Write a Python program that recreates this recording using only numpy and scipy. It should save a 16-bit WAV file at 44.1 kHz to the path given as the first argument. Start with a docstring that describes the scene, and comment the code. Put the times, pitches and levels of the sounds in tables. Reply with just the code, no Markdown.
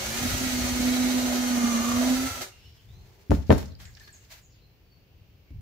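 """Drilling and tipping a wooden box

A cordless drill bores a pilot hole in a clamped box, sags, backs out and stops: gear, rotor and noise follow its speed.
The box lands on a cloth-covered bench in two clattering knocks: decaying modes of bench and board, metal clicks.
Filtered noise gives the ticks, slides and squeaks of hands and wood, and a quiet hiss.
Faint high chirps, gliding sines, sound far off."""
import sys
import numpy as np
from scipy import signal
from scipy.fft import rfft, irfft
from scipy.io import wavfile

SR = 44100
rng = np.random.default_rng(int(sys.argv[2]) if len(sys.argv) > 2 else 0)


def generate_wav(signal):
    """Clip the signal to [-1, 1] and save it as 16-bit WAV at the path in sys.argv[1]."""
    frames = np.transpose(np.atleast_2d(signal))
    scaled = np.clip(frames, -1, 1) * 32767
    pcm = np.round(scaled).astype(np.int16)
    wavfile.write(sys.argv[1], SR, pcm)


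N = 247401
TIME, FREQS = np.arange(N) / SR, np.fft.rfftfreq(N, 1 / SR)
SPLIT = np.array([[.5], [-.5]])  # shares a left minus right difference between the sides

# Motor running up, sagging as the bit bites, recovering on the way out. Each row: time in seconds, gear hum in Hz.
SPEED = [(0, 213.8), (.1, 222.6), (.18, 241.8), (.3, 252.1), (.45, 255.6), (.6, 246.7), (1.03, 251),
         (1.5, 246.8), (1.77, 231.7), (2.1, 254.4), (2.28, 263), (2.4, 253.4), (2.5, 216.1)]
# Spectrum of the motor whirr. Each row: frequency in Hz, relative density in dB per Hz.
WHIRR = [(910, -22), (1550, -9.5), (2100, 9.5), (2270, 7), (2660, 2.5), (2930, 5.5), (3580, 3.5),
         (3890, 5.5), (5380, 2.5), (6200, 6.5), (8810, -3.5), (12300, -3), (15000, -3)]
# Spectrum of rubbing on cloth. Each row: frequency in Hz, relative density in dB per Hz.
CLOTH = [(350, -40.5), (600, -0.5), (1260, -2.5), (1690, 3.5), (1830, 1.5), (2100, 4), (2820, -1),
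         (4400, 1), (6870, -2), (8990, -12), (15000, -5)]
# Ringing of the metal clamp. Each row: frequency in Hz, width in Hz, lift in dB.
CLAMP = [(1720, 200, 2.5), (3700, 320, 6), (4250, 113, 8), (5450, 100, 8), (6700, 110, 4.5), (7270, 400, 5),
         (8280, 200, 6.5), (10350, 250, 8), (12200, 250, 4.5), (12950, 250, 4), (13650, 200, 8.5)]

# one stroke: the bit sinks in, stays deep, is pulled out; then the spindle lock shuts
BITE_S, DEEP_S, PULL_S, LOCK_S = 0.27, 1.42, 2.073, 2.419
CRUISE_HZ = 250  # gear hum at cruising speed


def amp(db):
    """Decibels to gain."""
    return 10 ** (np.asarray(db) / 20)


def unit(x):
    """Scales to rms 1."""
    return x / np.sqrt(np.mean(x ** 2) + 1e-20)


def decay(age_s, t60_s):
    """Exponential fall of 60 dB in t60_s."""
    return np.exp(-np.log(1000) * age_s / t60_s)


def curve(rows):
    """A table followed through time."""
    return np.interp(TIME, *np.transpose(rows))


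def read(points, hz=FREQS):
    """A table along log frequency."""
    f, value = np.transpose(points)
    return np.interp(np.log(hz + 1), np.log(f + 1), value)


def peaks(rows):
    """The lift in dB that a set of resonances gives every frequency."""
    return sum(db / (1 + (2 * (FREQS - hz) / width) ** 2) for hz, width, db in rows)


def colour(x, db):
    """Filters by a gain at every frequency."""
    return irfft(rfft(x) * amp(db), N)


def drift(hz):
    """Slow chance of rms 1, up to about hz."""
    return unit(irfft(rfft(rng.standard_normal(N)) / (1 + (FREQS / hz) ** 4), N))


def ramp(start_s, end_s):
    """Goes evenly from 0 to 1 between two times."""
    return np.clip((TIME - start_s) / max(end_s - start_s, 1 / SR), 0, 1)


def ports(pair):
    """Two unrelated signals become the two microphones: alike in the bass, apart in the treble."""
    # Each row: frequency in Hz, left-right likeness (0 to 1).
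    likeness = [(40, 1), (250, 0.74), (600, 0.6), (1200, 0.16), (2500, 0.05), (15000, 0)]
    a, b = rfft(pair)
    same = np.clip(read(likeness), -1, 1)
    return irfft(np.array([a, same * a + np.sqrt(1 - same ** 2) * b]), N)


def noise():
    """White noise at both microphones."""
    return ports(rng.standard_normal((2, N)))


def add(mix, s, sound):
    """Lays a sound into the mix at s seconds."""
    part = mix[:, round(s * SR):][:, :sound.shape[-1]]
    part += sound[..., :part.shape[-1]]


def room(x):
    """Sparse reflections after 6 ms, each band dying at its own speed."""
    # Each row: frequency in Hz, t60 in seconds.
    room_t60 = [(80, 0.87), (300, 0.35), (1000, 0.4), (4000, 0.46), (12000, 0.34)]
    taps = rng.standard_normal((2, SR))
    taps *= rng.random((2, SR)) < .1
    taps *= np.arange(SR) > .006 * SR
    hz, t, z = signal.stft(taps, SR, nperseg=256)
    fade = amp(-60 * t / read(room_t60, hz)[:, None])
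    tail = signal.istft(z * fade, SR, nperseg=256)[1]
    return signal.fftconvolve(x, tail / np.linalg.norm(tail[0]), axes=1)[:, :N]


def singing(rows):
    """Friction excites a narrow resonance that swells and fades."""
    out = np.zeros((2, N))
    for s, length, hz, width, db in rows:
        band = unit(colour(noise(), -20 * np.log10(1 + (2 * (FREQS - hz) / width) ** 2)))
        swell = signal.windows.hann(int(length * SR)) ** .5
        add(out, s, amp(db) * swell * band[:, :len(swell)])
    return out


def strokes(rows, attack_s, t60_s):
    """Gain of a row of movements: each swells, holds to the end of its length and dies away."""
    power = 0
    for s, length, db in rows:
        fall_db = 60 * np.maximum(TIME - s - length, 0) / t60_s
        power = power + (amp(db - fall_db) * ramp(s, s + attack_s)) ** 2
    return np.sqrt(power)


def air(db=-61):
    """The quiet hiss of the workshop: shaped steady noise."""
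    # Each row: frequency in Hz, relative density in dB per Hz.
    spectrum = [(30, 6), (150, -8), (260, -6.5), (400, -6), (600, -13), (1200, -20), (1900, -19.5),
                (2700, -14.5), (3600, -22), (4600, -20), (6300, -26.5), (9500, -42), (13000, -25.5),
                (15500, -20.5)]
    return amp(db) * unit(colour(noise(), read(spectrum)))


def effort(jolt_rise_s=0.01, whirr_power=1.8):
    """Gains of cutting, whirr and bench shudder, from the depth of the bit, the speed and the brake."""
    # each in dB: level at the surface, change at full depth, change once clear of the wood
    cut_db, cut_deep_db, cut_clear_db = -38.5, 2, -7.5
    whirr_db, whirr_deep_db, whirr_clear_db = -31, -2, -5.5
    shudder_db, shudder_deep_db = -37, -6.5
    jolt_db, run_down_db_per_s = 4.5, 281  # the brake jolts the gears, then all runs down
    depth, clear = ramp(BITE_S, DEEP_S), ramp(PULL_S, 2.37)
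    speed = curve(SPEED) / CRUISE_HZ
    run_down_s = np.maximum(TIME - LOCK_S - jolt_rise_s, 0)
    braking_db = jolt_db * ramp(LOCK_S - jolt_rise_s, LOCK_S) - run_down_db_per_s * run_down_s
    cut = amp(cut_db + cut_deep_db * depth + cut_clear_db * clear + braking_db)
    whirr = amp(whirr_db + whirr_deep_db * depth + whirr_clear_db * clear ** 2 + braking_db)
    whirr = whirr * speed ** whirr_power
    shudder = amp(shudder_db + shudder_deep_db * depth) * speed ** 2
    shudder = shudder * (1 - ramp(PULL_S, SPEED[-1][0]))
    return cut, whirr, shudder


def rotor(turns, odd_db=-5, blur=0.45, blur_hz=25, count=44):
    """Shaft harmonics, even ones stronger, in random phase at each microphone; seven wanders blur them."""
    out = np.zeros((2, N))
    wander = [blur * drift(blur_hz) for _ in range(7)]
    for k in range(2, count):
        for side in out:
            phase = 2 * np.pi * (k * turns + rng.random())
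            phase = phase + wander[rng.integers(len(wander))] * np.sqrt(k)
            side += amp(odd_db * (k % 2)) * np.cos(phase)
    return unit(out)


def strain(mesh, full_sag_hz=18):
    """Ragged gear whine that swells as the load slows the motor, and dips in pitch with it."""
    # Each row: multiple of the gear hum, level at full sag in dB.
    orders = [(5.1, -38), (12, -46), (25.8, -48), (28.4, -43)]
    sag = np.clip((CRUISE_HZ - curve(SPEED)) / full_sag_hz, 0, 1)
    load = ramp(BITE_S, DEEP_S) * (TIME < PULL_S) * sag
    ragged = np.array([drift(50) + 1j * drift(50) for side in range(2)])
    whine = np.zeros((2, N))
    for k, db in orders:
        uneven = np.roll(ragged, rng.integers(N), axis=1)
        whine += amp(db) * unit((uneven * np.exp(2j * np.pi * k * mesh)).real)
    return load * whine


def ripple(depth_db=2.5, longest_s=.014):
    """Echoes between box, bench and tool leave fine, fixed peaks and dips at each microphone."""
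    echoes = rng.standard_normal((2, N)) * (TIME > longest_s / 5) * (TIME < longest_s)
    return depth_db * unit(rfft(echoes).real)


def drill(flutter=.004, flutter_hz=22, hum_skew_rad=0.34, throb_db=1.77, cut_lines_db=-12,
          motor_lines_db=-6, beat=0.13, chatter_db=1, chip_db=-0.5, room_db=-12, skip_db=5,
          seating_time_s=0.53):
    """Gear hum, rotor whine and fan hiss follow one speed; the bit tears chips from the wood."""
    # Each row: multiple of the gear hum, relative level in dB.
    gear_orders = [(1, -1.5), (2, -25), (3, -26), (5, -39), (18, -30.5), (19, -47), (23, -46)]
    # The firmer the bit sits, the more the board hums. Each row: time in seconds, hum in dB before skipping.
    hum_level = [(0, -48.5), (.15, -43), (.26, -30), (.3, -42), (.43, -32), (.57, -30.5), (.78, -30),
                 (.86, -24), (1.38, -26.5), (1.68, -24.5), (1.85, -28.5), (1.95, -23.5), (2.14, -23),
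                 (2.27, -31.5), (2.33, -59), (2.4, -45.5), (2.5, -83.5)]
    # Spectrum of cutting. Each row: frequency in Hz, relative density in dB per Hz.
    cutting = [(180, -60), (310, -6.5), (370, 5), (418, -2.5), (475, -2.5), (659, 3.5), (941, -2),
               (1220, -8), (1450, 0), (1700, -6), (2210, -59), (3740, -120)]
    # Ringing of the drill's housing. Each row: frequency in Hz, width in Hz, lift in dB.
    housing_modes = [(548, 16, 5.5), (1240, 80, 8.5), (1756, 134, 8), (2147, 27, -4), (2800, 72, 2.5),
                     (3990, 60, 0), (4400, 28, 6), (5670, 32, 7.5), (6340, 130, 2.5), (12630, 292.2, 2)]
    # The bit singing in its hole. Each row: start in seconds, length in seconds, frequency in Hz, width in Hz,
    # level in dB before pulsing.
    scrapes = [(.1, 0.45, 1366, 148.1, -44), (0.66, 0.52, 2250, 75, -44), (0.67, 0.86, 4000, 500, -42.5),
               (1.1, 0.37, 645, 230, -39), (1.5, 0.61, 1170, 160, -42), (1.8, 0.2, 1170, 170, -36.5),
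               (1.25, 0.85, 6150, 700, -42), (1.92, 0.25, 646, 140, -36.5), (2.1, 0.37, 1336, 57, -41.5)]
    # Each row: frequency in Hz, left minus right in dB.
    drill_side = [(250, -3.5), (380, 4.5), (700, 1), (1290, -1), (2400, 0), (4400, -1.5), (6000, -3),
                  (7000, -2.5), (8100, -10.5), (9200, -0.5), (11300, -4), (15000, 0.5)]
    mesh = np.cumsum(curve(SPEED) * (1 + flutter * drift(flutter_hz))) / SR
    shaft = 1.275 * mesh
    skew = hum_skew_rad * np.array([[-1], [1]])  # the hum reaches the microphones out of step
    gears = np.zeros((2, N))
    for k, db in gear_orders:
        phase = 2 * np.pi * (k * mesh + rng.random()) + skew
        gears += amp(db + throb_db * drift(42)) * np.sin(phase)
    # until the bit is seated it skips in the hole, and the hum reaches the board unevenly
    loose = np.exp(-TIME / seating_time_s)
    hum = amp(curve(hum_level) + skip_db * loose * drift(74)) * unit(gears)
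    housing = ripple() + peaks(housing_modes)
    whine = ports(rotor(shaft))
    # the hiss swells at every tooth and chatters as the chuck wobbles
    pulsing = unit((1 + beat * np.cos(2 * np.pi * mesh)) * amp(chatter_db * drift(32)))
    chips = unit(noise() * amp(chip_db * drift(450)))
    cut = unit(colour(chips * pulsing + amp(cut_lines_db) * whine, read(cutting) + housing))
    whirr = unit(colour(noise() * pulsing + amp(motor_lines_db) * whine, read(WHIRR) + housing))
    cut_gain, whirr_gain, _ = effort()
    rasp = cut_gain * cut + whirr_gain * whirr
    rasp = rasp + singing(scrapes) * pulsing + strain(mesh)
    return colour(hum + rasp + amp(room_db) * room(rasp), read(drill_side) * SPLIT)


def handling(grain_db=-0.5, catch_db=1.5, lump_db=1, left_db=2, rest_db=-57.5):
    """Grainy sliding on cloth, and the low shudder of the bench under drill and hands."""
    # Spectrum of the shudder. 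Each row: frequency in Hz, relative density in dB per Hz.
    rumble = [(15, -42.5), (25, -8.5), (45, -5), (76, -6.5), (113, -7), (167, -19.5), (185, -17),
              (240, -42), (410, -120)]
    # The bit catching and hands nudging the box. Each row: start in seconds, length in seconds, level in dB.
    jogs = [(.26, 0.071, -33), (.59, 0.018, -28.5), (.69, 0.019, -38), (1.87, 0.47, -43),
            (2.63, 0.037, -48), (2.83, 0.21, -47.5), (3.42, 0.035, -46), (3.62, 0.03, -46),
            (3.77, 0.069, -44), (3.92, 0.23, -60.5), (4.49, 0.2, -60), (5.11, 0.19, -59.5),
            (5.5, 0.16, -40.5)]
    # Wood and hands sliding on cloth. Each row: start in seconds, length in seconds, level in dB.
    slides = [(2.5, 1, -65), (3.3, 0.039, -44), (3.45, 0.086, -56), (3.53, 0.079, -47),
              (3.783, 0.033, -46.5), (3.86, 0.52, -63.5), (3.99, 0.024, -52.5), (4.065, 0.019, -51),
              (4.13, 0.016, -58), (4.291, 0.032, -42)]
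    grip = amp(grain_db * drift(150) + catch_db * drift(22))  # the weave catches and lets go
    rub = unit(colour(noise() * grip, read(CLOTH)))
    shudder = unit(colour(noise(), read(rumble)) * amp(lump_db * drift(35)))
    shudder = shudder * amp(left_db * SPLIT)
    _, _, drilling = effort()
    jogging = strokes(jogs, attack_s=0.05, t60_s=0.55)
    shaking = np.sqrt(drilling ** 2 + jogging ** 2 + amp(rest_db) ** 2)
    return strokes(slides, attack_s=0.047, t60_s=0.29) * rub + shaking * shudder


def brake(db=-33, t60_s=0.016):
    """The spindle lock snaps shut as the trigger is let go: a short decaying noise."""
    age = np.maximum(TIME - LOCK_S, 0)
    return amp(db) * unit(colour(noise(), read(WHIRR))) * (age > 0) * decay(age, t60_s)


def drags(room_db=-10):
    """Squeaks of wood and clamp as they drag, and their echo in the room."""
    # Each row: start in seconds, length in seconds, frequency in Hz, width in Hz, level in dB.
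    squeak_rows = [(2.5, 0.29, 3680, 2980, -64.5), (2.84, 0.71, 390, 110, -66),
                   (2.82, 0.55, 805, 600, -68.5), (3.8, 0.12, 1890, 606, -59),
                   (3.85, 0.06, 1700, 162.5, -63), (3.965, 0.023, 1740, 250, -56),
                   (3.997, 0.048, 1730, 130, -54), (4.07, 0.037, 1690, 170, -53),
                   (4.18, 0.08, 2820, 90, -70), (4.53, 0.1, 3200, 2465, -68.5),
                   (4.95, 0.54, 2880, 800, -76.5), (5.46, 0.085, 2250, 120.1, -69)]
    squeaks = singing(squeak_rows)
    return squeaks + amp(room_db) * room(squeaks)


def chirps(direct_db=-4, room_db=-3, jitter_hz=350, flicker_db=3.0):
    """Thin, rough, distant glides that level off and linger in the room."""
    # Each row: start in seconds, length in seconds, start pitch in Hz, end pitch in Hz,
    # level in dB before the direct and room gains, pitch jitter as a share of the pitch.
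    glides = [(2.51, 0.069, 2790, 2720, -59.5, 0.027), (2.59, 0.14, 2620, 3100, -63.5, 0.049),
              (2.577, .05, 5450, 5380, -73, .015), (2.599, .13, 5130, 5460, -67, .016),
              (2.655, 0.026, 4350, 4250, -66, .03), (2.719, .07, 5330, 5420, -75, .015),
              (2.725, .04, 5100, 4900, -70, .03), (2.764, 0.06, 2850, 3200, -66, 0.064),
              (2.858, .175, 3200, 4280, -68, .011), (2.898, 0.12, 5700, 6330, -75, 0.012),
              (3.7, 0.037, 4120, 4280, -64, 0.078), (3.844, 0.028, 8870, 6600, -55.5, .025),
              (4.029, 0.034, 4300, 4400, -58, .035), (4.124, .036, 8400, 6170, -53, 0.024),
              (4.413, 0.064, 7530, 6600, -62.5, 0.045), (4.501, .06, 6250, 4500, -68, 0.088),
              (4.615, 0.051, 4160, 4220, -67.5, 0.026), (4.853, 0.15, 4550, 4470, -72, .011),
              (5.081, 0.25, 4530, 4460, -87, .018)]
    wobble, flicker = drift(jitter_hz), amp(flicker_db * drift(70))
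    out = np.zeros((2, N))
    for s, length, start_hz, end_hz, db, jitter in glides:
        u = np.linspace(0, 1, int(length * SR))
        now = int(s * SR) + np.arange(len(u))
        hz = end_hz + (start_hz - end_hz) * (1 - u) ** 2
        hz = hz * (1 + jitter * wobble[now])
        tone = np.sin(2 * np.pi * np.cumsum(hz) / SR)
        add(out, s, amp(db) * unit(flicker[now] * np.sqrt(u * (1 - u)) * tone))
    return amp(direct_db) * out + amp(room_db) * room(out)


def ring(modes, t, rise_s, spread_rad):
    """Modes of a struck body, swelling over rise_s and reaching the microphones out of step."""
    out = np.zeros((2, len(t)))
    for k, (hz, db, t60) in enumerate(modes):
        skew = (-1) ** k * spread_rad * np.array([[1], [-1]])
        out -= amp(db) * decay(t, t60) * np.sin(2 * np.pi * hz * t + skew)
    out *= 1 - np.exp(-(t / rise_s) ** 2)
    return out / np.sqrt(np.mean(out[:, :SR // 40] ** 2))  # rms 1 over the first 25 ms


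def knocks(thud_db=-1, knock_db=-3, crack_db=24, crack_s=0.0001, rattle_t60_s=0.068, room_db=-14,
           click_room_db=-7, crunch_db=-11, crunch_t60_s=0.07, chatter_db=2.5):
    """Each blow thumps the bench, rings the board, and cracks and rattles the metal clamp."""
    # Wood and clamp striking the bench. Each row: time in seconds, bench thud, board knock and click
    # in dB before the gains above, left minus right in dB, contact time in seconds.
    blows = [(3.296, -16, -24, -71.5, -0.5, 0.0031), (3.3075, -12, -25, -41.5, 10, 0.0013),
             (3.3169, -15.5, -18, -48.5, 5, 0.0004), (3.3218, -27, -33, -60.5, 2, 0.00049),
             (3.327, -14.5, -28.5, -61, 8.5, 0.002), (3.35, -49, -45, -49, -7, 0.0015),
             (3.375, -23.5, -43.5, -60.5, -3, 0.0042), (3.495, -9, -12, -72, -4, 0.0019),
             (3.5, -38, -28, -49.5, 4, .0004), (3.505, -8.5, -11, -44, 5.5, 0.00015),
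             (3.511, -22, -15.5, -43.5, 5.5, 0.0005), (3.516, -14, -22.5, -37, 8.5, 0.00016),
             (3.5257, -28.5, -19, -34.5, -1, 0.00017), (3.549, -24, -34, -47, 8.5, 0.0009),
             (3.581, -53, -46, -46.5, -5, 0.00055), (3.629, -40, -50, -52.5, -14, 0.00045),
             (5.506, -43, -57.5, -68, 2, 0.0012)]
    # Each row: frequency in Hz, relative level in dB, t60 in seconds.
    bench_modes = [(69.7, 7, 0.21), (81.6, -3.5, 0.14), (133.7, -0.5, 0.16), (157.6, 0, 0.085),
                   (206, -4, 0.12), (233.6, 0, 0.16), (277.8, 3.5, 0.11)]
    # Each row: frequency in Hz, relative level in dB, t60 in seconds.
    board_modes = [(333.5, -7, 0.064), (383.5, 2.5, 0.069), (419, 15, 0.027), (551, 2.5, 0.072),
                   (590, 5, 0.046), (713.5, -2.5, 0.087), (791, -14.5, 0.063), (881, -3, 0.09),
                   (1073, -16, 0.13), (1200, -11.5, 0.061), (1300, -10, 0.05), (1480, -18, 0.045),
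                   (1757, -11.5, 0.081)]
    # Spectrum of the rattle. Each row: frequency in Hz, relative density in dB per Hz.
    click_spectrum = [(820, -35.5), (1400, -3), (1920, -15.5), (2350, -17), (2590, -17), (6850, -14.5),
                      (8950, -35), (10300, -22), (15000, -26)]
    # Dense upper board modes, merged. Each row: frequency in Hz, relative density in dB per Hz.
    crunch_spectrum = [(400, -31), (800, -5), (1400, -1.5), (2200, -8), (3800, -11.5), (5500, -30),
                       (12000, -47)]
    t = TIME[:SR // 2]
    bench = ring(bench_modes, t, rise_s=0.0015, spread_rad=0.27)
    board = ring(board_modes, t, rise_s=0.00014, spread_rad=0.82)
    chatter = noise() * amp(chatter_db * drift(160))  # loose parts rattle unevenly
    rattle = unit(colour(chatter, read(click_spectrum) + peaks(CLAMP)))
    u = t / crack_s
    crack = amp(crack_db) * u * (2 - u) * np.exp(-u)  # one sharp push and its rebound
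    crunch = amp(crunch_db) * unit(colour(noise(), read(crunch_spectrum)))
    wood, metal = np.zeros((2, 2, N))
    for s, thud, knock, click, pan, touch in blows:
        sides = amp(pan * SPLIT)
        push = signal.windows.hann(3 + int(touch * SR))  # longer, cushioned contact: duller blow
        upper = decay(t, crunch_t60_s) * np.roll(crunch, rng.integers(N), axis=1)[:, :len(t)]
        body = amp(thud + thud_db) * bench + sides * amp(knock + knock_db) * (board + upper)
        add(wood, s, signal.oaconvolve(body, push[None] / push.sum()))
        loose = decay(t, rattle_t60_s) * np.roll(rattle, rng.integers(N), axis=1)[:, :len(t)]
        add(metal, s, sides * amp(click) * (crack + loose))
    return wood + metal + room(amp(room_db) * wood + amp(click_room_db) * metal)


def ticks(rise_s=0.00093, grain_db=3, room_db=-9):
    """Light contacts: each a short, gritty burst in the resonance of what was touched."""
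    # Nails, ring and clamp on wood. Each row: time in seconds, level in dB before the envelope,
    # frequency in Hz, width in Hz, t60 in seconds, left minus right in dB.
    contacts = [(3.302, -43, 4000, 7000, .012, -2), (3.421, -52, 4500, 5000, .07, 1),
                (3.466, -55, 5040, 3000, 0.17, 0), (3.54, -35, 3520, 6000, .015, 3),
                (3.579, -38.5, 9000, 9000, 0.036, -6), (3.655, -47, 5500, 4000, 0.044, 0),
                (3.68, -55, 5500, 4000, .06, 0), (3.719, -54, 4110, 2500, .04, 2),
                (3.751, -44, 4700, 800, .014, -3), (3.801, -46, 3000, 6000, .05, 0),
                (3.8528, -42, 4130, 4500, .035, -1), (3.927, -58, 5000, 3000, .025, -1.5),
                (3.938, -55.5, 5000, 1990, 0.033, -5), (3.95, -45, 5000, 2000, .025, -3),
                (3.968, -49.5, 4000, 4500, 0.075, -2), (3.9973, -47, 5000, 6000, 0.037, 0),
                (4.051, -50, 5000, 802, .035, 0), (4.075, -44.5, 3000, 6000, 0.043, -1),
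                (4.103, -54, 7200, 1990, 0.023, 0), (4.2465, -53, 4770, 3510, .04, -5)]
    t = TIME[:SR // 5]
    hz, out = np.fft.rfftfreq(len(t), 1 / SR), np.zeros((2, N))
    grit = noise() * amp(grain_db * drift(700))
    for s, db, centre, width, t60, pan in contacts:
        piece = rfft(grit[:, int(s * SR):][:, :len(t)])
        band = unit(irfft(piece / (1 + (2 * (hz - centre) / width) ** 4), len(t)))
        envelope = (1 - np.exp(-t / rise_s)) * decay(t, t60)
        add(out, s, amp(db + pan * SPLIT) * band * envelope)
    return out + amp(room_db) * room(out)


def skid(start_s=3.579, db=-40, t60_s=0.14, catch_db=4):
    """The box slips jerkily on the cloth just after it lands, and the clamp rings along."""
    age = np.maximum(TIME - start_s, 0)
    jerky = noise() * amp(catch_db * drift(200))
    scuff = unit(colour(jerky, read(CLOTH) + peaks(CLAMP)))
    return amp(db) * scuff * (age > 0) * decay(age, t60_s)


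def scene():
    """Everything at the two microphones."""
    return air() + drill() + handling() + brake() + drags() + chirps() + knocks() + ticks() + skid()


def record(dry, bass_cut_hz=46, edge_hz=15650):
    """The microphones shed the deepest bass; full-scale limit and a steep band edge."""
    high_pass = signal.butter(N=3, Wn=bass_cut_hz, btype="high", fs=SR, output="sos")
    lean = signal.sosfilt(high_pass, dry)
    edge = signal.firwin(511, edge_hz, window=("kaiser", 9), fs=SR)
    return signal.oaconvolve(np.clip(lean, -1, 1), edge[None], "same")


dry = scene()
out = record(dry)
generate_wav(out)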